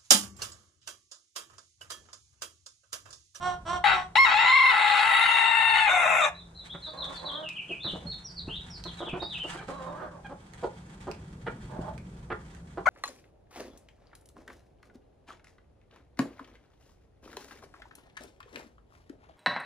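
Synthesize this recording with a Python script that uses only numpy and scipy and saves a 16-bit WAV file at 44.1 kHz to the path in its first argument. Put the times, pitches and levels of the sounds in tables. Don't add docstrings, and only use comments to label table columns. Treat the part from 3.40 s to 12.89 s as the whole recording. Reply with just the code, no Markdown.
import sys
import numpy as np
from scipy import signal
from scipy.fft import rfft, irfft
from scipy.io import wavfile
from scipy.ndimage import uniform_filter1d

SR = 44100
rng = np.random.default_rng(int(sys.argv[2]) if len(sys.argv) > 2 else 0)


def int16_out(signal):
    q = np.round(np.clip(np.atleast_2d(signal).T, -1, 1) * 32767)
    wavfile.write(sys.argv[1], SR, q.astype(np.int16))


N = 418509
TIME = np.arange(N) / SR
CUTOFF_HZ = 15100

# t/s, f/Hz, roughness/0-1
BARK = [(0.439, 801, 0.66), (0.634, 738, 1)]
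CROW = [(.754, 793.8, 0.77), (0.786, 1075, 0), (0.842, 1074, 0.032), (.875, 851.8, 0.75),
        (.93, 830.9, 0.91), (.96, 837, 0.048), (1.0, 922.2, 0.67), (1.041, 930.6, 0.76),
        (1.075, 1015, 0.45), (1.16, 1075, 0), (1.308, 1038, 0.313), (1.33, 870.4, 0.62), (1.43, 836.7, 0.6),
        (1.58, 829.2, 0.5), (1.7, 915.4, 0.84), (1.93, 929, 0.57), (2.02, 921.2, 0.4), (2.2, 906.7, 0.3),
        (2.3, 906.2, 0.36), (2.365, 884.7, 0.74), (2.431, 878.2, 0.21), (2.475, 829.4, 0.49),
        (2.5, 735, 0.75), (2.601, 715.3, 0.94), (2.77, 713.3, 0.8), (2.817, 635.2, 0.97),
        (2.837, 605.7, 0.61), (2.859, 610.7, 0.58), (2.893, 569, 0.89)]
SQUAWK = [(9.456, 1208, 0.067), (9.469, 1012, 0.19), (9.469, 644, 0.26), (9.492, 775, 0.032)]
# t/s, strain/0-1
STRAIN = [(1.04, 0.1), (1.12, 0.86), (1.3, 0.77), (1.34, 0.42)]
# throat level/dB, open-beak level/dB, attack/s, hold/s, release/(dB per s)
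BLOWING = [(-25, -23.5, 0.00088, 0.086, 185), (-25, -23, 0.00059, 2.103, 291),
           (-24.5, -34.5, 0.01, .05, 250)]
# t/s, sizzle level against the beak/dB, gape/0-1, slack/0-1, level above about 3 kHz/dB
NECK = [(.44, -26.5, 0.3, 0.03, 0.5), (.75, -22.5, 0, 0.02, 1), (1.25, -30, 0.15, 0.04, -1),
        (1.55, -24, 0.65, 0.01, -1), (2.0, -27, 1, 0, -2), (2.22, -29.5, 1, 0, -3),
        (2.43, -26.5, .8, 0.04, -2), (2.47, -31, .8, .1, -10), (2.505, -22, 0.9, 0.85, -2),
        (2.65, -20.5, 0.9, .95, -6), (2.77, -18, 0.84, 0.95, -19), (2.81, -17, 0.5, 0.94, -3.5),
        (2.845, -17.5, 0.95, 0.95, 9.5), (2.9, -11, 0.7, 1, -4), (9.45, -27, 0.99, 0.94, 5.5)]
# f/Hz, relative level/dB
CLEAR_THROAT = [(350, -30.5), (650, -8), (900, 4), (1100, -0.5), (1450, 3.5), (1800, 7.5), (2130, 6.5),
                (2400, -14), (2750, 5.5), (3200, -19), (3700, 1.5), (4300, -15.5), (4800, -36.5),
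                (14000, -89)]
RASP_THROAT = [(300, -28.5), (480, -17), (590, -36.5), (800, 6), (1080, -0.5), (1350, -3.5), (1650, 10),
               (2030, 3.5), (2400, -1.5), (2780, -11.5), (3000, -1), (3250, -9.5), (3500, -23.5),
               (3780, -2.5), (4050, -25), (4400, -8), (4850, -35.5), (5600, -50.5), (14000, -68)]
SLACK_THROAT = [(300, -33), (700, -1), (1000, -1), (1300, -6), (1600, -1), (1850, 6), (2100, 4.5),
                (2500, 5.5), (2750, -1.5), (3000, -18.5), (3300, -12.5), (3650, 2), (4100, -24.5),
                (4700, -52), (5200, -28.5), (5500, -31.5), (6300, -25.5), (7500, -21), (14000, -90.5)]
SQUAWK_THROAT = [(300, -19.5), (620, 0.5), (1050, -6.5), (1450, 6), (2100, 6.5), (2700, -9), (3200, -17.5),
                 (3700, -29), (4300, -20), (5300, -36), (6500, -21), (14000, -61)]
# narrow f/Hz, wide f/Hz, slack f/Hz, narrow level/dB, wide level/dB, slack level/dB, sharpness Q
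BEAK_MODES = [(5350, 5150, 5350, 3.5, -4.5, -6, 12), (6280, 6860, 6300, -10, -3, 2, 7.8),
              (6980, 7780, 7400, -5, 2.5, -0.5, 10), (8240, 8860, 8850, -9.5, 3.5, -0.5, 12),
              (10100, 9900, 10000, -15.5, -4, -5, 8), (12850, 12000, 15000, -27.5, -21.5, -19, 4.9)]
# t/s, f/Hz
OTHER_SIDE = [(1.3, 662.6), (1.8, 668.8), (2.4, 705.3)]
# f/Hz, level difference/dB
ROOSTER_SIDE = [(380, -6.5), (780, 13), (1100, 3), (1500, 25), (2080, 0.5), (2750, 8), (3800, 3), (8000, 1)]
# delay t/s, left gain, right gain
WALLS = [(.0011, 0.025, -0.3), (.0043, -0.083, -0.17), (.0097, -.08, .18)]
# t/s, length/s, start f/Hz, middle f/Hz, end f/Hz, level/dB,
# roughness/0-1, attack/s, release/s
CROONS = [(0, .17, 342.8, 362.2, 348.6, -31.5, 0.16, 0.075, 0.15),
          (.25, 0.15, 321.5, 354.5, 353, -35.5, 0.2, 0.036, 0.047),
          (.52, 0.16, 359.3, 368.4, 360.5, -39, .19, 0.02, 0.12),
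          (.82, 0.16, 325.6, 344.3, 346, -41.5, 0, 0.098, 0.062)]
GRUMBLES = [(3.462, 0.041, 306, 311, 300, -49, 0.2, 0.022, .015),
            (3.515, 0.22, 267, 277.7, 262.6, -49.5, 0.68, 0.028, 0.01),
            (3.765, 0.18, 266.2, 275.5, 289, -47.5, 0.817, 0.056, 0.021),
            (3.91, 0.15, 283.6, 309, 321.6, -47.5, 0.28, 0.015, 0.022),
            (6.28, 0.19, 264.2, 277.4, 258, -48, 0.36, 0.0067, 0.02),
            (6.46, 0.23, 259.8, 301.3, 318.5, -47, 0.84, 0.0044, 0.03),
            (6.71, 0.105, 288, 270.2, 257, -54, .8, 0.011, 0.044),
            (8.28, 0.263, 234.8, 211.2, 230.7, -50.5, 0.99, 0.05, 0.057)]
# f/Hz, relative level/dB
CROON_THROAT = [(200, -6), (360, -18.5), (720, -4.5), (1080, -4.5), (1430, -9.5), (1800, -20), (2400, -30),
                (3200, -20.5), (4400, -31), (5000, -39.5), (5700, -23.5), (6700, -43.5), (7800, -31),
                (12000, -65)]
GRUMBLE_THROAT = [(150, -9), (300, 2), (410, -1), (590, 7.5), (780, -2), (1080, -2), (1380, -8.5),
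                  (1560, -5), (2200, -22), (4000, -29.5), (9000, -45)]
# t/s, f/Hz
HEN_MOUTH = [(3.5, 1150), (3.6, 1030), (3.7, 1120), (3.79, 950), (4.05, 1320), (6.3, 1180), (6.5, 990),
             (6.68, 1400), (6.78, 850)]
# t/s, length/s, pitch f/Hz, level/dB, brightness f/Hz
CLUCKS = [(3.338, 0.026, 270, -44.5, 1920), (4.29, 0.034, 323, -42.5, 704),
          (4.442, 0.045, 294, -42.5, 1660), (4.529, 0.052, 304, -43, 1140), (4.61, 0.083, 265, -51.5, 1080),
          (5.07, 0.043, 215, -47.5, 1340), (5.451, 0.023, 329, -42.5, 1550),
          (5.602, 0.04, 344.7, -36, 1270), (5.662, 0.025, 336.5, -39.5, 1370),
          (5.725, 0.06, 350, -38, 1400), (5.815, 0.019, 337, -34, 1250), (6.037, 0.029, 293, -41, 1100),
          (6.146, 0.02, 356, -41, 1770), (6.169, 0.038, 785, -45.5, 2370), (6.199, 0.037, 412, -46.5, 1890),
          (6.279, 0.043, 262.6, -39, 1120), (6.845, 0.024, 808, -42.5, 2070),
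          (6.893, 0.046, 262, -42.5, 1220), (7.227, 0.028, 438.7, -29.5, 1140),
          (7.668, 0.033, 419.6, -35.5, 1190), (8.063, 0.027, 448, -33.5, 1970),
          (8.901, 0.029, 454, -31.5, 1950), (9.371, 0.03, 365.7, -34.5, 1380)]
# f/Hz, relative level/dB
CLUCK_THROAT = [(120, -3), (330, 6.5), (600, 4.5), (900, 1), (1400, 1.5), (2200, 0), (3100, 6.5), (4500, 5),
                (6000, -5), (12000, -25)]
# t/s, length/s, pitch f/Hz, sweep/octaves,
# bow of both ends below a straight glide/octaves, level/dB
SONG = [(2.937, 0.079, 3964, -0.18, .17, -49), (3.145, 0.079, 4020, -0.22, 0.095, -46.5),
        (3.29, 0.039, 3550, 0.35, 0.032, -38), (3.419, 0.065, 3845, -0.35, 0.0062, -39),
        (3.465, 0.032, 4540, -0.21, .03, -51), (3.568, 0.073, 3930, -0.34, 0.12, -35.5),
        (3.721, 0.038, 3500, -0.21, 0.0076, -42.5), (3.747, 0.048, 4160, -0.29, -0.04, -43),
        (3.846, 0.067, 3580, -0.52, -0.049, -35), (3.923, 0.044, 3590, -0.45, 0, -37),
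        (4.021, 0.079, 2755, -0.38, -0.023, -39), (4.154, 0.041, 2786, -0.56, 0.035, -35),
        (4.28, 0.048, 2730, -0.54, 0.027, -36), (4.395, 0.036, 3610, 0.22, 0.00075, -42),
        (4.429, 0.072, 3636, -0.63, 0.12, -33), (4.662, 0.051, 4295, 0.024, 0, -37.5),
        (4.699, 0.035, 4075, -0.39, .07, -34), (4.838, 0.062, 5340, -0.47, 0.15, -43.5),
        (4.954, 0.054, 4315, -0.48, 0.084, -39.5), (5.079, 0.105, 3354, 0.6, 0.113, -37.5),
        (5.295, 0.073, 5080, -0.58, 0.1, -46), (5.44, 0.056, 3880, -0.67, 0.12, -40),
        (5.575, 0.059, 3565, -0.54, 0.12, -44), (5.65, 0.06, 3040, -0.8, 0.11, -39),
        (5.795, 0.052, 3790, -0.038, 0.054, -36.5), (5.815, 0.016, 4500, 0.54, 0.1, -35),
        (5.89, 0.072, 3387, -0.8, .14, -37.5), (5.973, 0.069, 2996, -0.18, .03, -36),
        (6.145, 0.37, 3990, -0.2, 0.037, -66.5)]
# delay t/s, gain
SONG_ECHOES = [(.016, 0.33), (.034, 0.22), (.062, .14)]
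# t/s, level/dB, ring f/Hz
PECKS = [(3.643, -46, 4280), (4.0894, -36.5, 2660), (5.439, -37.5, 4200), (6.284, -55, 4040),
         (7.136, -46, 1940), (7.714, -39, 2630), (8.579, -44, 2320), (9.149, -48, 1690)]
# t/s, level/dB
FOOTFALLS = [(3.347, -41.5), (4.301, -38.5), (4.45, -35.5), (4.529, -32.5), (4.653, -34), (5.075, -32.5),
             (5.73, -29.5), (8.077, -32), (8.388, -29), (8.915, -35)]
# f/Hz, relative level/dB
THUD = [(50, -6.5), (110, -8), (165, 19.5), (240, -2.5), (380, -2.5), (700, -37), (2000, -75)]
# t/s, level/dB
SCRATCH = [(3.0, -93), (3.69, -72.5), (4.12, -78.5), (5.3, -75), (6.27, -67.5), (6.64, -86), (7.26, -74.5),
           (9.4, -82.5)]
# t/s, length/s, level/dB
SCUFFS = [(3.224, 0.06, -70.5), (3.64, 0.025, -68), (3.718, 0.058, -76), (6.042, 0.13, -63.5),
          (7.276, 0.22, -80.5), (8.33, 0.22, -80)]
# f/Hz, relative level/dB
LITTER = [(300, -7.5), (900, 4), (2500, -2), (4200, -6.5), (5500, -11.5), (8500, -8.5), (10500, -23.5),
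          (12000, -29.5), (15000, -35.5)]
# t/s, deep level/dB, low level/dB
RUMBLE = [(0.0, -48, -53), (0.5, -48.5, -55), (1.32, -62, -65), (3.67, -52.5, -54.5), (4.28, -67, -55),
          (4.68, -46.5, -45), (4.84, -57, -55), (5.05, -45, -48.5), (6.84, -56, -52), (8.38, -46, -41.5),
          (9.49, -50.5, -50)]
# f/Hz, relative level/dB
DEEP_COLOUR = [(12, -23.5), (30, -12.5), (55, 1.5), (100, -5.0), (150, -35.0), (400, -67.5)]
LOW_COLOUR = [(60, -27.5), (120, 3.5), (180, 3.0), (260, -9.0), (450, -14), (1500, -60.5)]
AIR = [(120, -17), (300, -3), (800, -6.5), (1600, -15), (2500, -27), (4200, -26.5), (5500, -25),
       (9000, -25.5), (12000, -44)]

ACCENT_DB, ACCENT_S = 2.5, 0.095
THROAT_SAG_DB_PER_S, BEAK_SAG_DB_PER_S = 1, -0.13
MIDDLE_HZ, BEAK_DB_PER_OCTAVE = 940, 11
SLACK_THROAT_DB = 1.5
WAVER, WAVER_PER_S = 0.0119, 20
FLUTTER_DB, FLUTTER_PER_S = 1, 28
BREAKING, BREAKS_PER_S = 0.19, 55
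DOUBLING = 0.88
SHIMMER_DB, SHIMMER_PER_S = 3, 55
SLACK_LAG, SLACK_WAVER = .06, 0.0251
BEAK_WANDER, BEAK_WANDER_DB, BEAK_WANDER_PER_S = 0.0059, 3, 5.97
MOUTH_WANDER, MOUTH_WANDER_PER_S = 0.04, 20
CLUCK_MOUTH_SHARE, CLUCK_MOUTH_OCTAVES = 0.72, 1
YARD_T60_S = 0.32
HUM_HZ, HUM_MAX_DB, AIR_DB = 171, -53, -63


def rooster():
    out = np.zeros(N)
    slack_throats = (SLACK_THROAT, SLACK_THROAT, SQUAWK_THROAT)
    for call, blowing, slack_throat in zip((BARK, CROW, SQUAWK), BLOWING, slack_throats):
        add(out, *rooster_call(call, blowing, slack_throat))
    side_db = at_hz(ROOSTER_SIDE, np.arange(N // 2 + 1) * SR / N)
    ears = from_db([side_db / 2, -side_db / 2])
    direct = irfft(rfft(out) * ears / ears.mean(axis=0), N)
    echoes = sum(delayed(out, delay) * np.array([[left], [right]]) for delay, left, right in WALLS)
    return from_db(1.0) * (direct + echoes) + yard(out, wet_db=-18.5, early_db=-2.5)


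def rooster_call(call, blowing, slack_throat, second_waver=.017, trill_hz=31, trill_depth=0.048,
                 jitter=0.0518, rasp_db=-1, hiss_db=-6, rattle_db=2.3):
    t = span(call[0][0], call[-1][0])
    size = len(t)
    hz, rough = at_time(call, t)
    strain, = at_time(STRAIN, t)
    sizzle_db, gape, slack, treble_db = at_time(NECK, t)
    rough = rough + BREAKING * 2 * rough * (1 - rough) * wobble(BREAKS_PER_S, size)
    rough, gape, slack = np.clip([rough, gape, slack], 0, 1)

    throat_db, beak_db = effort(t - t[0], hz, slack, blowing)
    beak_db = beak_db + FLUTTER_DB * rough * wobble(FLUTTER_PER_S, size)
    trill = np.cos(2 * np.pi * trill_hz * (t - STRAIN[1][0] - .008))
    hz = hz * (1 + trill_depth * strain * trill)
    hz = hz * (1 + WAVER * rough * wobble(WAVER_PER_S, size))

    halving = 0.32 * strain + DOUBLING * rough * wobble(BREAKS_PER_S, size)
    lead = rms_one(pulses(hz, jitter * rough + 0.0026, halving, SHIMMER_DB * np.sqrt(rough)))
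    other_hz = (1 - slack) * at_time(OTHER_SIDE, t)[0] + slack * hz * (1 - SLACK_LAG)
    other_hz = other_hz * (1 + (second_waver + SLACK_WAVER * slack) * wobble(30, size))
    second = rms_one(pulses(other_hz, 0.031, shimmer_db=SHIMMER_DB))
    rattle = from_db(rattle_db * wobble(140, size))
    rasp = (second + from_db(hiss_db) * rng.standard_normal(size)) * rattle

    tone = (1 - slack) * colour(lead, CLEAR_THROAT) + slack * colour(lead, slack_throat)
    hoarse = (1 - slack) * colour(rasp, RASP_THROAT) + slack * colour(rasp, slack_throat)
    voice = (1 - 0.69 * rough) * even(tone) + from_db(rasp_db) * rough * hoarse
    throat = from_db(throat_db) * even(band(voice, 1550, "low", order=6))
    beak = from_db(beak_db) * even(band(voice, 1924, "high", order=6))
    treble = from_db(treble_db) * band(beak, 3267, "high", order=5)
    beak = band(beak, 3060, "low", order=5) + treble
    sizzle = from_db(beak_db + sizzle_db) * even(beak_ring(lead + rough * rasp, gape, slack))
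    return t, (throat + beak + sizzle) * gate(t, blowing[2], 0.0015)


def effort(age, hz, slack, blowing):
    throat_db, beak_db, _, hold, release_rate = blowing
    push_db = ACCENT_DB * np.exp(-(age / ACCENT_S) ** 2) - release_rate * np.maximum(age - hold, 0)
    throat_db = throat_db + push_db - THROAT_SAG_DB_PER_S * age + SLACK_THROAT_DB * slack
    beak_db = beak_db + push_db - BEAK_SAG_DB_PER_S * age
    return throat_db, beak_db + BEAK_DB_PER_OCTAVE * np.log2(hz / MIDDLE_HZ)


def beak_ring(x, gape, slack, lowest_hz=5100, size=256):
    out = np.zeros(len(x))
    posture = np.array([(1 - slack) * (1 - gape), (1 - slack) * gape, slack])
    for *shape, q in BEAK_MODES:
        hz, level_db = np.reshape(shape, (2, -1)) @ posture
        hz = hz * (1 + BEAK_WANDER * wobble(BEAK_WANDER_PER_S, len(x)))
        level_db = level_db + BEAK_WANDER_DB * wobble(BEAK_WANDER_PER_S, len(x))
        ring = mouth(mouth(x, hz, q, size), hz, q, size)
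        out += from_db(level_db) * ring
    return band(out, lowest_hz, "high", order=10)


def hens():
    croon = hen_notes(CROONS, CROON_THROAT, jitter=0.07, breathiness=.35, mouth_gain=.1)
    grumble = hen_notes(GRUMBLES, GRUMBLE_THROAT, jitter=0.0652, breathiness=1.0, mouth_gain=2.6)
    direct = pan(from_db(4.5) * croon, -4.5) + pan(from_db(1.5) * grumble, -8.5)
    return direct + yard(croon + grumble, wet_db=-8.0, early_db=2.0)


def hen_notes(calls, throat, jitter, breathiness, mouth_gain, grain_db=3.0):
    out = np.zeros(N)
    for start, length, first_hz, middle_hz, last_hz, level_db, rough, attack, release in calls:
        t = span(start, start + length)
        size = len(t)
        curve = np.polyfit([0, .5, 1], [first_hz, middle_hz, last_hz], 2)
        hz = np.polyval(curve, np.linspace(0, 1, size))
        hz = hz * (1 + .065 * rough * wobble(35, size))
        mouth_hz = at_time(HEN_MOUTH, t)[0] * (1 + MOUTH_WANDER * wobble(MOUTH_WANDER_PER_S, size))
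        buzz = rms_one(pulses(hz, jitter * rough, shimmer_db=SHIMMER_DB * rough, order=32))
        source = buzz + breathiness * (0.39 + rough) * rng.standard_normal(size)
        voice = even(colour(source + mouth_gain * mouth(source, mouth_hz, 6.4), throat))
        level = from_db(level_db + grain_db * rough * wobble(60, size))
        add(out, t, level * voice * gate(t, attack, release))
    return out


def clucks(arch=0.275, fall=0.1, jitter=0.046, breathiness=0.92, mouth_gain=1.0, swell=1.372):
    out = np.zeros(N)
    for start, length, hz, level_db, bright_hz in CLUCKS:
        t = span(start, start + length)
        progress = np.linspace(0, 1, len(t))
        push = np.sin(np.pi * progress ** swell)
        rough = min(1, (460 / hz) ** 3)
        pitch = hz * (1 + arch * rough * (push - .7) - fall * (progress - .5))
        buzz = rms_one(pulses(pitch, jitter * rough, order=28))
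        source = buzz + breathiness * rough * rng.standard_normal(len(t))
        mouth_hz = CLUCK_MOUTH_SHARE * bright_hz * 2 ** (CLUCK_MOUTH_OCTAVES * (push - 1))
        source = source + mouth_gain * mouth(source, mouth_hz, 9.8)
        muffled = band(source, bright_hz, "low", order=5) + 0.015 * band(source, 6300, "low", order=2)
        add(out, t, from_db(level_db) * colour(muffled, CLUCK_THROAT) * np.abs(push) ** 0.27)
    return pan(out, -1.7) + yard(out, wet_db=-14, early_db=-3.5)


def songbird(warble=0.0243, echo_width=0.51, direct=0.62):
    out = np.zeros(N)
    for start, length, pitch_hz, sweep, bow, level_db in SONG:
        t = span(start, start + length)
        u = np.linspace(-1, 1, len(t))
        glide_hz = pitch_hz * 2 ** (sweep * u / 2 - bow * u ** 2)
        hz = glide_hz * (1 + warble * np.sqrt(2 * abs(sweep)) * wobble(416.0, len(t)))
        whistle = np.sin(2 * np.pi * np.cumsum(hz) / SR)
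        level = from_db(level_db + 2.36 * wobble(104.5, len(t)))
        add(out, t, level * whistle * gate(t, 0.012, 0.0095))
    echoed = direct * out + sum(gain * delayed(out, delay) for delay, gain in SONG_ECHOES)
    heard = echoed + yard(out, wet_db=-2.0, early_db=-0.5)
    middle = heard.mean(axis=0)
    return middle + echo_width * (heard - middle)


def pecks():
    out = np.zeros(N)
    for start, level_db, ring_hz in PECKS:
        t = span(start, start + 0.034)
        age = t - t[0]
        tick = band(rng.standard_normal(len(t)), 1600, "high", order=2) * np.exp(-age / 0.0016)
        ring = np.sin(2 * np.pi * ring_hz * age) * np.exp(-age / 0.0011)
        add(out, t, from_db(level_db) * (.5 * band(tick, 7100, "low", order=3) + 0.58 * ring))
    return pan(out, -31.5) + yard(out, wet_db=1.0, early_db=9.0)


def footfalls(attack_s=0.0023, decay_s=0.018):
    out = np.zeros(N)
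    for start, level_db in FOOTFALLS:
        t = span(start, start + .12)
        thud = even(colour(rng.standard_normal(len(t)), THUD))
        damping = np.exp(-(t - t[0]) / decay_s)
        add(out, t, from_db(level_db) * thud * damping * gate(t, attack_s, .02))
    return out


def scratching(grains_per_s=220, level_db=8):
    stir_db, = at_time(SCRATCH, TIME)
    drag = np.zeros(N)
    for start, length, scuff_db in SCUFFS:
        t = span(start, start + length)
        add(drag, t, from_db(scuff_db) * np.sin(np.linspace(0, np.pi, len(t))))
    born = rng.random(N) < grains_per_s * from_db(7 * wobble(14, N)) / SR
    grain_size = from_db(6 * np.minimum(rng.exponential(1, N), 3))
    grains = rms_one(born * rng.choice([-1, 1], N) * grain_size)
    swish = rms_one(rng.standard_normal(N) * from_db(4 * wobble(30, N) + 4 * wobble(300, N)))
    stirred = colour(grains + 0.36 * swish, LITTER) * from_db(stir_db)
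    dragged = colour(swish, LITTER) * drag
    rustle = from_db(level_db) * (stirred + dragged)
    return pan(rustle, -11.0) + yard(rustle, wet_db=-6.5, early_db=9.0)


def outdoors():
    deep_db, low_db = at_time(RUMBLE, TIME)
    deep = from_db(deep_db - 2.0) * colour(rng.standard_normal(N), DEEP_COLOUR)
    low = from_db(low_db - 2.0) * colour(rng.standard_normal(N), LOW_COLOUR)
    hum_hz = HUM_HZ * (1 + 0.0151 * wobble(12, N))
    hum_db = np.minimum(HUM_MAX_DB, low_db - 0.5) + 3.2 * wobble(9.5, N)
    hum = from_db(hum_db) * np.sin(2 * np.pi * np.cumsum(hum_hz) / SR)
    middle, side = (colour(rng.standard_normal(N), AIR) for _ in range(2))
    width = 1.3 * band(side, 592.6, "high", order=2) * np.array([[1], [-1]])
    return deep + low + hum + from_db(AIR_DB) * (middle + width)


def yard(x, wet_db, early_db):
    t = span(0, .6)
    left, right = rng.standard_normal((2, len(t)))
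    mixed = band(left, 680, "low", order=1) + band(right, 370, "high", order=1)
    noise = np.array([left, mixed])
    early = noise * from_db(-60 * t / 0.072) * (t > .003)
    tail = band(noise, 3900, "low", order=1) * from_db(-60 * t / YARD_T60_S) * (t > .018)
    response = from_db(early_db) * rms_one(early) + from_db(wet_db) * rms_one(tail)
    response = response / np.sqrt(len(t))
    return signal.fftconvolve(x[None], response, axes=1)[:, :N]


def pulses(hz, jitter, halving=0, shimmer_db=0, order=20):
    size = len(hz)
    cycle_rate = np.mean(hz)
    phase = 2 * np.pi * np.cumsum(hz * (1 + jitter * wobble(cycle_rate, size))) / SR
    train = np.zeros(size)
    for k in range(1, order + 1):
        partial = np.cos(k * phase) * (k * hz < CUTOFF_HZ)
        train += partial * from_db(shimmer_db * wobble(SHIMMER_PER_S, size))
    return train * (1 + halving * np.cos(phase / 2) + 17.9 * jitter * wobble(cycle_rate, size))


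def mouth(x, hz, q, size=64):
    out, state = np.zeros(len(x)), np.zeros(2)
    for i in range(0, len(x), size):
        angle = 2 * np.pi * hz[i] / SR
        r = np.exp(-angle / (2 * q))
        top = (1 - r * r) / 2 * np.array([1, 0, -1])
        bottom = [1, -2 * r * np.cos(angle), r * r]
        out[i:i + size], state = signal.lfilter(top, bottom, x[i:i + size], zi=state)
    return out


def colour(x, spectrum, size=2048):
    gains = from_db(at_hz(spectrum, np.arange(size + 1) * SR / (2 * size)))
    cepstrum = irfft(np.log(gains))
    cepstrum[1:size] *= 2
    cepstrum[size + 1:] = 0
    response = irfft(np.exp(rfft(cepstrum)))[:size]
    return rms_one(signal.fftconvolve(x, response)[:len(x)])


def band(x, hz, kind, order=4):
    sos = signal.butter(order, np.clip(hz, 10, SR * .45), kind, fs=SR, output="sos")
    return signal.sosfilt(sos, x)


def even(x):
    return x / np.sqrt(np.abs(uniform_filter1d(x ** 2, SR // 50)) + 1e-12)


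def wobble(rate, size):
    x = np.arange(size) * rate / SR
    count = int(x[-1]) + 2
    return np.interp(x, np.arange(count), rng.standard_normal(count))


def at_time(rows, t):
    s, *columns = np.transpose(rows)
    return [np.interp(t, s, c) for c in columns]


def at_hz(points, hz):
    f, value = np.transpose(points)
    return np.interp(np.log(np.maximum(hz, 1)), np.log(f), value)


def from_db(db):
    return 10 ** (np.asarray(db) / 20)


def rms_one(x):
    return x / np.sqrt(np.mean(x ** 2) + 1e-20)


def span(start, end):
    return TIME[max(int(start * SR), 0):int(end * SR)]


def gate(t, attack, release):
    return np.clip((t - t[0]) / attack, 0, 1) * np.clip((t[-1] - t) / release, 0, 1)


def delayed(x, delay):
    return np.interp(TIME - delay, TIME, x, left=0)


def add(track, t, x):
    first = int(round(t[0] * SR))
    track[first:first + len(x)] += x[:N - first]


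def pan(x, db):
    return x * from_db([[db / 2], [-db / 2]])


def scene():
    voices = rooster() + hens() + clucks() + songbird()
    return voices + pecks() + footfalls() + scratching() + outdoors()


def record(dry):
    return signal.sosfilt(signal.cheby2(16, 70, CUTOFF_HZ, fs=SR, output="sos"), dry)


dry = scene()
out = record(dry)
int16_out(out)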